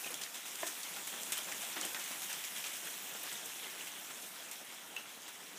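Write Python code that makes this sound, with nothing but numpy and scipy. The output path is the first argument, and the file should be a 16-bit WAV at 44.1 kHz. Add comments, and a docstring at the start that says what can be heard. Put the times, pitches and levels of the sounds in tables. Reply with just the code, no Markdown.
"""A fine, hissing patter: ice thaws off the trees of a wooded garden, countless bits and drips landing
on leaves and ground. Nearer clumps slap down and scatter in bursts of fragments. Splinters snap with a
click and a spray of chips; hard pellets plink, clack on iced leaves or tap on branches, and one lump
knocks on wood, each ringing in a few damped modes. Trunks scatter a short echo. The sound is mono."""
import sys
import numpy as np
from scipy import signal
from scipy.fft import rfft, irfft, next_fast_len
from scipy.io import wavfile
from scipy.ndimage import uniform_filter1d, map_coordinates

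SR = 44100
rng = np.random.default_rng(int(sys.argv[2]) if len(sys.argv) > 2 else 0)


def to_wav(sig):
    """Store sig (one row per channel, or 1-D mono) as 16-bit WAV at the path in sys.argv[1].

    Samples outside -1..1 are clipped; the rate is SR.
    """
    pcm = np.clip(np.atleast_2d(sig), -1, 1) * 32767
    pcm = np.round(pcm).astype(np.int16)
    wavfile.write(sys.argv[1], SR, pcm.T)  # frames by channels


N = 246078
TOP_HZ = 15500  # upper edge of the whole sound
CLICK_CYCLES = 1.15  # a splinter's click falls to 1/e in this many cycles

# How hard the ice is falling. Each row: time in seconds, strength in dB.
FALL_STRENGTH = [(0.0, -44), (0.39, -51), (0.53, -46), (1.93, -45), (3.54, -46.5), (4.38, -49.5),
                 (4.99, -52), (5.58, -51.5)]
def strength(s):
    """The swell and ebb of the fall, in dB at times s."""
    return np.interp(s, *np.transpose(FALL_STRENGTH))


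# Ground, leaf and splinter bands; a heavier fall is brighter.
# Each row: base level in dB at the mean strength, dB gained per dB of strength.
BAND_RESPONSE = [(-57.5, 0.29), (-52.5, 0.56), (-48.5, 1.34)]
def shower():
    """The steady fall all through the wood: far hiss, with nearer grains blurred by their echo."""
    fall_db = strength(np.arange(N) / SR)
    band_db = np.array([db + growth * (fall_db - fall_db.mean()) for db, growth in BAND_RESPONSE])
    far = surfaces(hiss(patchy_db=1.67))
    grains = patter(count=4500, spread_db=4, cycles=3)
    near = surfaces(grains + amp(1) * trunks(grains))
    flurry_db = .3 * wobble(rate=30)
    bands = amp(-2) * far + amp([[-10], [-5.5], [-6.5]]) * near
    return np.sum(amp(band_db + flurry_db) * bands, axis=0)


def patter(count, spread_db, cycles):
    """Tiny impacts at random times, each a few cycles at its own pitch; on average a flat spectrum."""
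    when, pitch, weight = rng.random((count, 3)).T[:, :, None]
    hz = 300 + 15000 * pitch ** 2
    n = np.arange(256)
    size = amp(spread_db * np.minimum(-np.log(1 - weight), 3.5)) * np.sqrt(hz * pitch)
    decay = np.exp(-hz * n / SR / cycles) * (1 - n / len(n))
    grains = size * np.sin(2 * np.pi * hz * n / SR) * decay
    positions = (when * N).astype(int) + n
    return unit(np.bincount(positions.ravel(), grains.ravel(), N)[:N])


def hiss(patchy_db):
    """Impacts too far to tell apart: noise with drifting patches of loudness."""
    spectrum = signal.stft(rng.standard_normal(N), nperseg=512)[2]
    patches = uniform_filter1d(rng.standard_normal(spectrum.shape), size=14, axis=0)  # across pitch
    patches = uniform_filter1d(patches, size=7, axis=1)  # across time
    return unit(signal.istft(spectrum * amp(patchy_db * unit(patches)), nperseg=512)[1][:N])


# The overall tone of the patter as heard, with a dip near 4.5 kHz. 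Each row: frequency in Hz, gain in dB.
PATTER_EQ = [(40, -13), (120, -10), (175, -3), (300, -2.5), (520, -3.5), (760, -2), (1150, -6),
             (1800, -2.5), (3400, -1), (4500, -9.5), (6000, -2.5), (8200, 0), (10000, -2.5), (15000, -3)]
def surfaces(x, leaf_hz=1200, splinter_hz=4500):
    """Give x the patter's tone and split it into ground, leaf and splinter bands, each of rms 1."""
    def above(hz, edge):
        return 1 - 1 / (1 + (hz / edge) ** 8)

    def band(share):
        return unit(filtered(x, lambda hz: amp(along(PATTER_EQ, hz)) * np.sqrt(np.abs(share(hz)))))

    ground = band(lambda hz: 1 - above(hz, leaf_hz))
    leaves = band(lambda hz: above(hz, leaf_hz) - above(hz, splinter_hz))
    splinters = band(lambda hz: above(hz, splinter_hz))
    return np.array([ground, leaves, splinters])


# Larger clumps landing; slush is dull, brittle ice bright.
# Each row: start in seconds, leaf slap level in dB, brightness in dB, t60 in seconds.
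BIG_CLUMPS = [(0.06, -46, -14, 0.11), (.105, -53, -17, 0.41), (.211, -46.5, -0.5, 0.39),
              (.34, -49.5, 6, 0.49), (.452, -50.5, 5, 0.36), (.602, -48, 3, 0.33), (0.666, -42.5, 1, 0.11),
              (0.83, -51, 1, 0.49), (.962, -45.5, -7, 0.12), (1.071, -45.5, 2, 0.21),
              (1.118, -47.5, -12, 0.69), (1.322, -40, 2, 0.21), (1.369, -40.5, -2, 0.24),
              (1.468, -47.5, -9, 0.73), (1.516, -44.5, 2, 0.098), (1.607, -46, 0, 0.75),
              (1.76, -44.5, -10.5, 0.43), (1.815, -44, -11.5, 0.4), (1.848, -47, 2, 0.18),
              (1.946, -45, -7, 0.21), (1.995, -48.5, 2, 0.98), (2.105, -45.5, -3, 0.38),
              (2.217, -46, 4, 0.35), (2.292, -44, 0, 0.51), (2.439, -44.5, 3, 0.14),
              (2.563, -50.5, 3, 0.57), (2.638, -46, 1.5, 0.61), (2.73, -52.5, 8, .3),
              (2.845, -51.5, 5.5, 0.66), (3.147, -52, -17, 0.19), (3.234, -48, -4, 0.49),
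              (3.315, -46, 0, 0.1), (3.62, -50, -1, 0.73), (3.812, -55, 7, .1), (3.868, -48, 4.5, 0.14),
              (4.101, -46.5, -6, 0.13), (4.22, -61, 12.5, 0.46), (4.514, -52, 7, 0.32),
              (4.98, -52, -1, 0.3), (5.279, -50.5, 0.5, 0.19)]
def clumps():
    """Each clump bursts into fragments that thin out fast; brittle ones splinter more and thud less."""
    t = np.arange(SR // 2) / SR
    power = np.zeros((3, N))
    for s, slap_db, bright_db, t60 in BIG_CLUMPS + small_clumps(count=30):
        thud_db = slap_db - 11.5 - 0.74 * bright_db
        # a loose clump that scatters for long also takes longer to land
        burst = amp(-60 * t / t60) * (1 - np.exp(-t / (0.0056 * t60)))
        for band, db in zip(power, (thud_db, slap_db, slap_db + bright_db)):
            add(band, s, (amp(db) * burst) ** 2)
    fragments = surfaces(patter(count=12000, spread_db=.5, cycles=3.5))
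    rustle = surfaces(hiss(patchy_db=1.0))
    texture = amp([[-7], [-3], [-3]]) * fragments + amp([[-1], [-4], [-4]]) * rustle
    spill = np.sum(np.sqrt(power) * texture, axis=0)
    # light pieces stir little bass, and wet leaves soften the highest treble
    return filtered(spill, lambda hz: hz / np.hypot(hz, 190) / np.hypot(1, (hz / 15000) ** 2))


def small_clumps(count, usual_t60=0.17):
    """Rows of lighter clumps, strewn loosely through time, their level riding the fall's strength."""
    place, size, tint, length = rng.standard_normal((count, 4)).T
    s = (np.arange(count) + place % 1) / count * N / SR
    slap_db = strength(s) - 9.5 + 0.5 * size
    bright_db = 5 * np.maximum(tint, -.5)
    return list(zip(s, slap_db, bright_db, usual_t60 * np.exp(length / 2)))


# Single splinters up close. Each row: start in seconds, click level in dB, pitch in Hz,
# spray level in dB, spray t60 in seconds.
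SPLINTER_TICKS = [(.1422, -21.5, 6500, -35, .022), (0.2139, -35, 5000, -40.5, .09),
                  (0.2361, -32, 5000, -37, .03), (.5565, -28, 6800, -39, .015),
                  (.673, -33, 6000, -39.5, 0.091), (0.8313, -29, 4660, -36, 0.038),
                  (1.0715, -28, 8700, -42, .03), (1.2337, -23, 7740, -42, .015),
                  (1.322, -12.5, 8600, -33.5, 0.048), (1.333, -27, 6500, -43, .03),
                  (1.3793, -22, 11500, -37, .035), (1.8132, -21, 7350, -31.5, 0.012),
                  (1.851, -24, 7950, -37.5, .05), (1.855, -27, 8500, -47, .02),
                  (1.9464, -25, 4000, -40, 0.043), (1.996, -28, 6000, -40, .025),
                  (2.04, -28, 6800, -42, .02), (2.219, -30, 11700, -43, .05),
                  (2.329, -27, 7650, -37, 0.036), (2.44, -35, 5000, -43, .04),
                  (2.564, -37, 5200, -44, .016), (2.669, -34, 6900, -42, .03), (2.737, -34, 8000, -46, .03),
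                  (3.2335, -32, 11000, -38.5, .02), (3.328, -30, 7500, -39, .03),
                  (3.458, -30, 10500, -41, .05), (4.5131, -30, 8140, -39.5, 0.029),
                  (4.964, -36, 7600, -43, .018)]
def ticks(spray_db_per_octave=11.5):
    """A splinter snaps: one sharp click, then a spray of chips through the leaves around its pitch."""
    out, t = np.zeros(N), np.arange(SR // 8) / SR
    freqs = np.fft.rfftfreq(len(t), 1 / SR)
    for s, click_db, hz, spray_db, t60 in SPLINTER_TICKS:
        click = np.sin(2 * np.pi * hz * t) * np.exp(-hz * t / CLICK_CYCLES)
        octaves_away = np.abs(np.log2((freqs + 1) / hz))
        colour = amp(along(PATTER_EQ, freqs) / 2 - spray_db_per_octave * octaves_away)
        noise = rng.standard_normal(len(t))
        spray = unit(irfft(rfft(noise) * colour * (freqs < TOP_HZ), len(t)))
        add(out, s, amp(click_db) * click + amp(spray_db) * spray * amp(-60 * t / t60))
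    return out


# Hard pellets that ring. Each row: start in seconds, relative level in dB, pitch in Hz, t60 in seconds.
PELLET_PLINKS = [(.044, -21, 2560, .018), (0.073, -23, 2470, .015), (.105, -27, 11000, .04),
                 (0.142, -26, 3290, 0.032), (.965, -31.5, 1400, .05), (1.386, -22, 3100, .022),
                 (1.8318, -22, 3040, 0.025), (2.329, -26, 2490, .025), (2.641, -28, 2420, .025),
                 (3.3543, -26, 3640, .022), (3.6665, -26, 2090, .016), (3.809, -29, 2920, .02),
                 (3.877, -34, 2800, .025), (4.108, -39, 3140, .02), (4.9646, -19, 2670, 0.035)]
def plinks():
    """A pellet chips on contact and rings in two close, opposed modes, with a weak, short upper one."""
    out, t = np.zeros(N), np.arange(SR // 5) / SR
    for s, db, hz, t60 in PELLET_PLINKS + faint_pellets(count=18):
        pair = np.sin(2 * np.pi * hz * t) - .45 * np.sin(2 * np.pi * hz * 1.06 * t)
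        upper_hz = hz * 2.46
        upper = amp(-10 - 60 * t / 0.043) * (upper_hz < TOP_HZ) * np.sin(2 * np.pi * upper_hz * t)
        envelope = amp(-60 * t / t60) * (1 - np.exp(-t / 0.00061))
        chip = amp(-16 - 60 * t / 0.008) * rng.standard_normal(len(t))
        add(out, s, amp(db - 11) * ((pair + upper) * envelope + chip))
    return out


def faint_pellets(count, usual_hz=2515, scatter_octaves=0.296, usual_t60=0.032):
    """Rows of farther pellets, strewn loosely through time, their level riding the fall's strength."""
    place, pitch, length = rng.standard_normal((count, 3)).T
    s = (np.arange(count) + place % 1) / count * N / SR
    hz = usual_hz * 2 ** (scatter_octaves * pitch)
    return list(zip(s, strength(s) + 10.5, hz, usual_t60 * np.exp(length / 2)))


# Hard bits on iced leaves. Each row: start in seconds, level in dB, centre pitch in Hz, t60 in seconds,
# scatter of the modes in octaves. 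A narrow scatter turns the clack into a clink.
LEAF_CLACKS = [(.073, -43, 2980, .04, 0.065), (1.3223, -39.5, 3000, 0.051, .5),
               (1.5184, -40.5, 2160, 0.08, 0.32), (1.767, -39.5, 1770, 0.067, .45),
               (1.9462, -40, 2210, 0.033, 0.53), (1.964, -41, 1670, 0.07, .2),
               (2.328, -44, 2430, .04, 0.15), (2.5642, -37.5, 3420, 0.018, 0.2),
               (2.6405, -41, 2910, 0.037, .35), (2.658, -44, 2600, .04, 0.17),
               (2.671, -42, 2790, 0.04, 0.26), (2.872, -42.5, 1590, 0.03, .25),
               (3.644, -44, 2960, 0.045, 0.14), (3.8086, -44, 2750, .022, .25),
               (3.872, -43.5, 2700, 0.042, .45), (4.1073, -45, 1890, .022, 0.46),
               (4.9652, -42, 2290, 0.027, .8), (4.972, -44, 2920, 0.075, 0.048)]
def clacks():
    """A hard bit hits a stiff, iced leaf: a cluster of quickly damped modes, different for every leaf."""
    out, t = np.zeros(N), np.arange(SR // 10) / SR
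    for s, db, hz, t60, scatter in LEAF_CLACKS:
        jitter, phase = rng.random((2, 24, 1))
        offset = (np.arange(24)[:, None] + jitter) / 6 - 2  # 24 modes from -2 to 2, loudest at 0
        mode_hz = hz * 2 ** (scatter * offset)
        modes = np.exp(-offset ** 2 / 2) * np.sin(2 * np.pi * (mode_hz * t + phase))
        add(out, s, amp(db) * unit(modes.sum(axis=0)) * amp(-60 * t / t60))
    return out


# Dull, hollow taps on branches. Each row: start in seconds, relative level in dB, pitch in Hz.
BRANCH_TAPS = [(.103, -37.5, 500), (.967, -39.5, 804), (1.389, -39.5, 617), (1.632, -39, 690),
               (1.768, -36, 298), (1.852, -37.5, 348), (2.107, -40.5, 256), (3.63, -43, 450),
               (3.667, -43, 382)]
def taps(lowest_mode_t60=0.062):
    """A struck branch sounds a few damped bending modes, the higher ones dying sooner."""
    out, t = np.zeros(N), np.arange(SR // 4) / SR
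    ratios = np.array([[1], [2.3], [4.1]])
    decays = amp(-60 * t * np.sqrt(ratios) / lowest_mode_t60)
    attack = 1 - np.exp(-t / 0.00066)
    for s, db, hz in BRANCH_TAPS:
        modes = np.sin(2 * np.pi * hz * ratios * t) * decays / ratios ** 0.54
        add(out, s, amp(db - 6) * modes.sum(axis=0) * attack)
    return out


# The wood's hollow voice. Each row: mode frequency in Hz, relative level in dB, t60 in seconds.
WOOD_MODES = [(314, -13.5, .18), (375, -10.5, .18), (630, 1, .06), (708, -3, .055), (860, -8, .04),
              (1015, -2, .055), (1150, -3, .04), (1680, -3, .035), (1785, 0, .045), (2044, -5, .035)]
# A lump landing on wood. Each row: start in seconds, ring level in dB, crunch level in dB.
LUMP_KNOCKS = [(.629, -35.5, -38.5)]
def knock():
    """A heavier lump crunches on wood, which answers with a hollow ring."""
    out, t = np.zeros(N), np.arange(SR // 4) / SR
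    # neighbouring modes swing in opposite directions, so no bass is radiated
    ring = sum((-1) ** k * amp(db - 60 * t / t60) * np.sin(2 * np.pi * hz * t)
               for k, (hz, db, t60) in enumerate(WOOD_MODES))
    crunch_band = signal.butter(3, [500, 2400], "band", fs=SR)
    for s, ring_db, crunch_db in LUMP_KNOCKS:
        crunch = unit(signal.lfilter(*crunch_band, rng.standard_normal(len(t))))
        add(out, s, amp(ring_db) * ring + amp(crunch_db) * crunch * amp(-60 * t / 0.084))
    return out


def crackle(count, range_db=10, fade_db_per_s=.6):
    """Tiny splinters all around, each a click and a puff of chips, riding the fall and slowly ebbing."""
    out, t = np.zeros(N), np.arange(512) / SR
    for when, faintness, pitch in rng.random((count, 3)):
        s, hz = when * N / SR, 5500 + 7000 * pitch ** 2
        click = np.sin(2 * np.pi * hz * t) * np.exp(-hz * t / CLICK_CYCLES)
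        noise = rng.standard_normal(len(t))
        chips = signal.lfilter(*signal.iirpeak(hz, Q=1.2, fs=SR), noise) * amp(-60 * t / .016)
        db = strength(s) + 17 - range_db * np.sqrt(faintness) - fade_db_per_s * s
        add(out, s, amp(db) * (click + chips / 2))
    return out


# The echo among the trunks. Each row: frequency in Hz, t60 in seconds.
TRUNK_DECAY = [(200, 0.25), (3000, 0.27), (12000, 0.28)]
def trunks(x):
    """Trunks scatter a short, diffuse echo that dies at nearly the same rate at every pitch."""
    hz, t, spectrum = signal.stft(rng.standard_normal(SR // 2), SR, nperseg=256)
    decay = amp(-60 * t / along(TRUNK_DECAY, hz)[:, None])
    tail = signal.istft(spectrum * decay, SR, nperseg=256)[1]
    predelayed = np.pad(x, (200, 0))
    return signal.fftconvolve(predelayed, tail / np.linalg.norm(tail))[:N]


def amp(db):
    """Decibels to gain."""
    return 10 ** (np.asarray(db) / 20)


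def unit(x):
    """Scale to rms 1."""
    return x / np.sqrt(np.mean(x ** 2) + 1e-20)


def along(points, hz):
    """Read a curve of (Hz, value) points at hz, on a log frequency axis."""
    freqs, values = np.transpose(points)
    return np.interp(np.log(hz + 1), np.log(freqs + 1), values)


def wobble(rate):
    """A smooth random curve, rate knots a second."""
    return map_coordinates(rng.standard_normal(int(N * rate / SR) + 4), [np.arange(N) * rate / SR])


def filtered(x, response):
    """Equalise x with a gain given as a function of Hz."""
    size = next_fast_len(N + 8192)
    return irfft(rfft(x, size) * response(np.fft.rfftfreq(size, 1 / SR)), size)[:N]


def add(track, s, sound):
    """Mix a sound into the track at s seconds."""
    part = track[max(round(s * SR), 0):][:len(sound)]
    part += sound[:len(part)]


def scene():
    """The falling ice, with close hits and their echo on top, alike in both channels."""
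    close = ticks() + clacks() + plinks() + taps() + knock() + crackle(count=80)
    mono = shower() + clumps() + close + amp(-7) * trunks(close)
    return np.array([mono, mono])


def record(dry):
    """A small microphone sheds the bass, and everything above TOP_HZ is cut."""
    thin = signal.sosfilt(signal.butter(3, 125, "high", fs=SR, output="sos"), dry)
    return np.array([filtered(channel, lambda hz: hz < TOP_HZ) for channel in thin])


dry = scene()
out = record(dry)
to_wav(out)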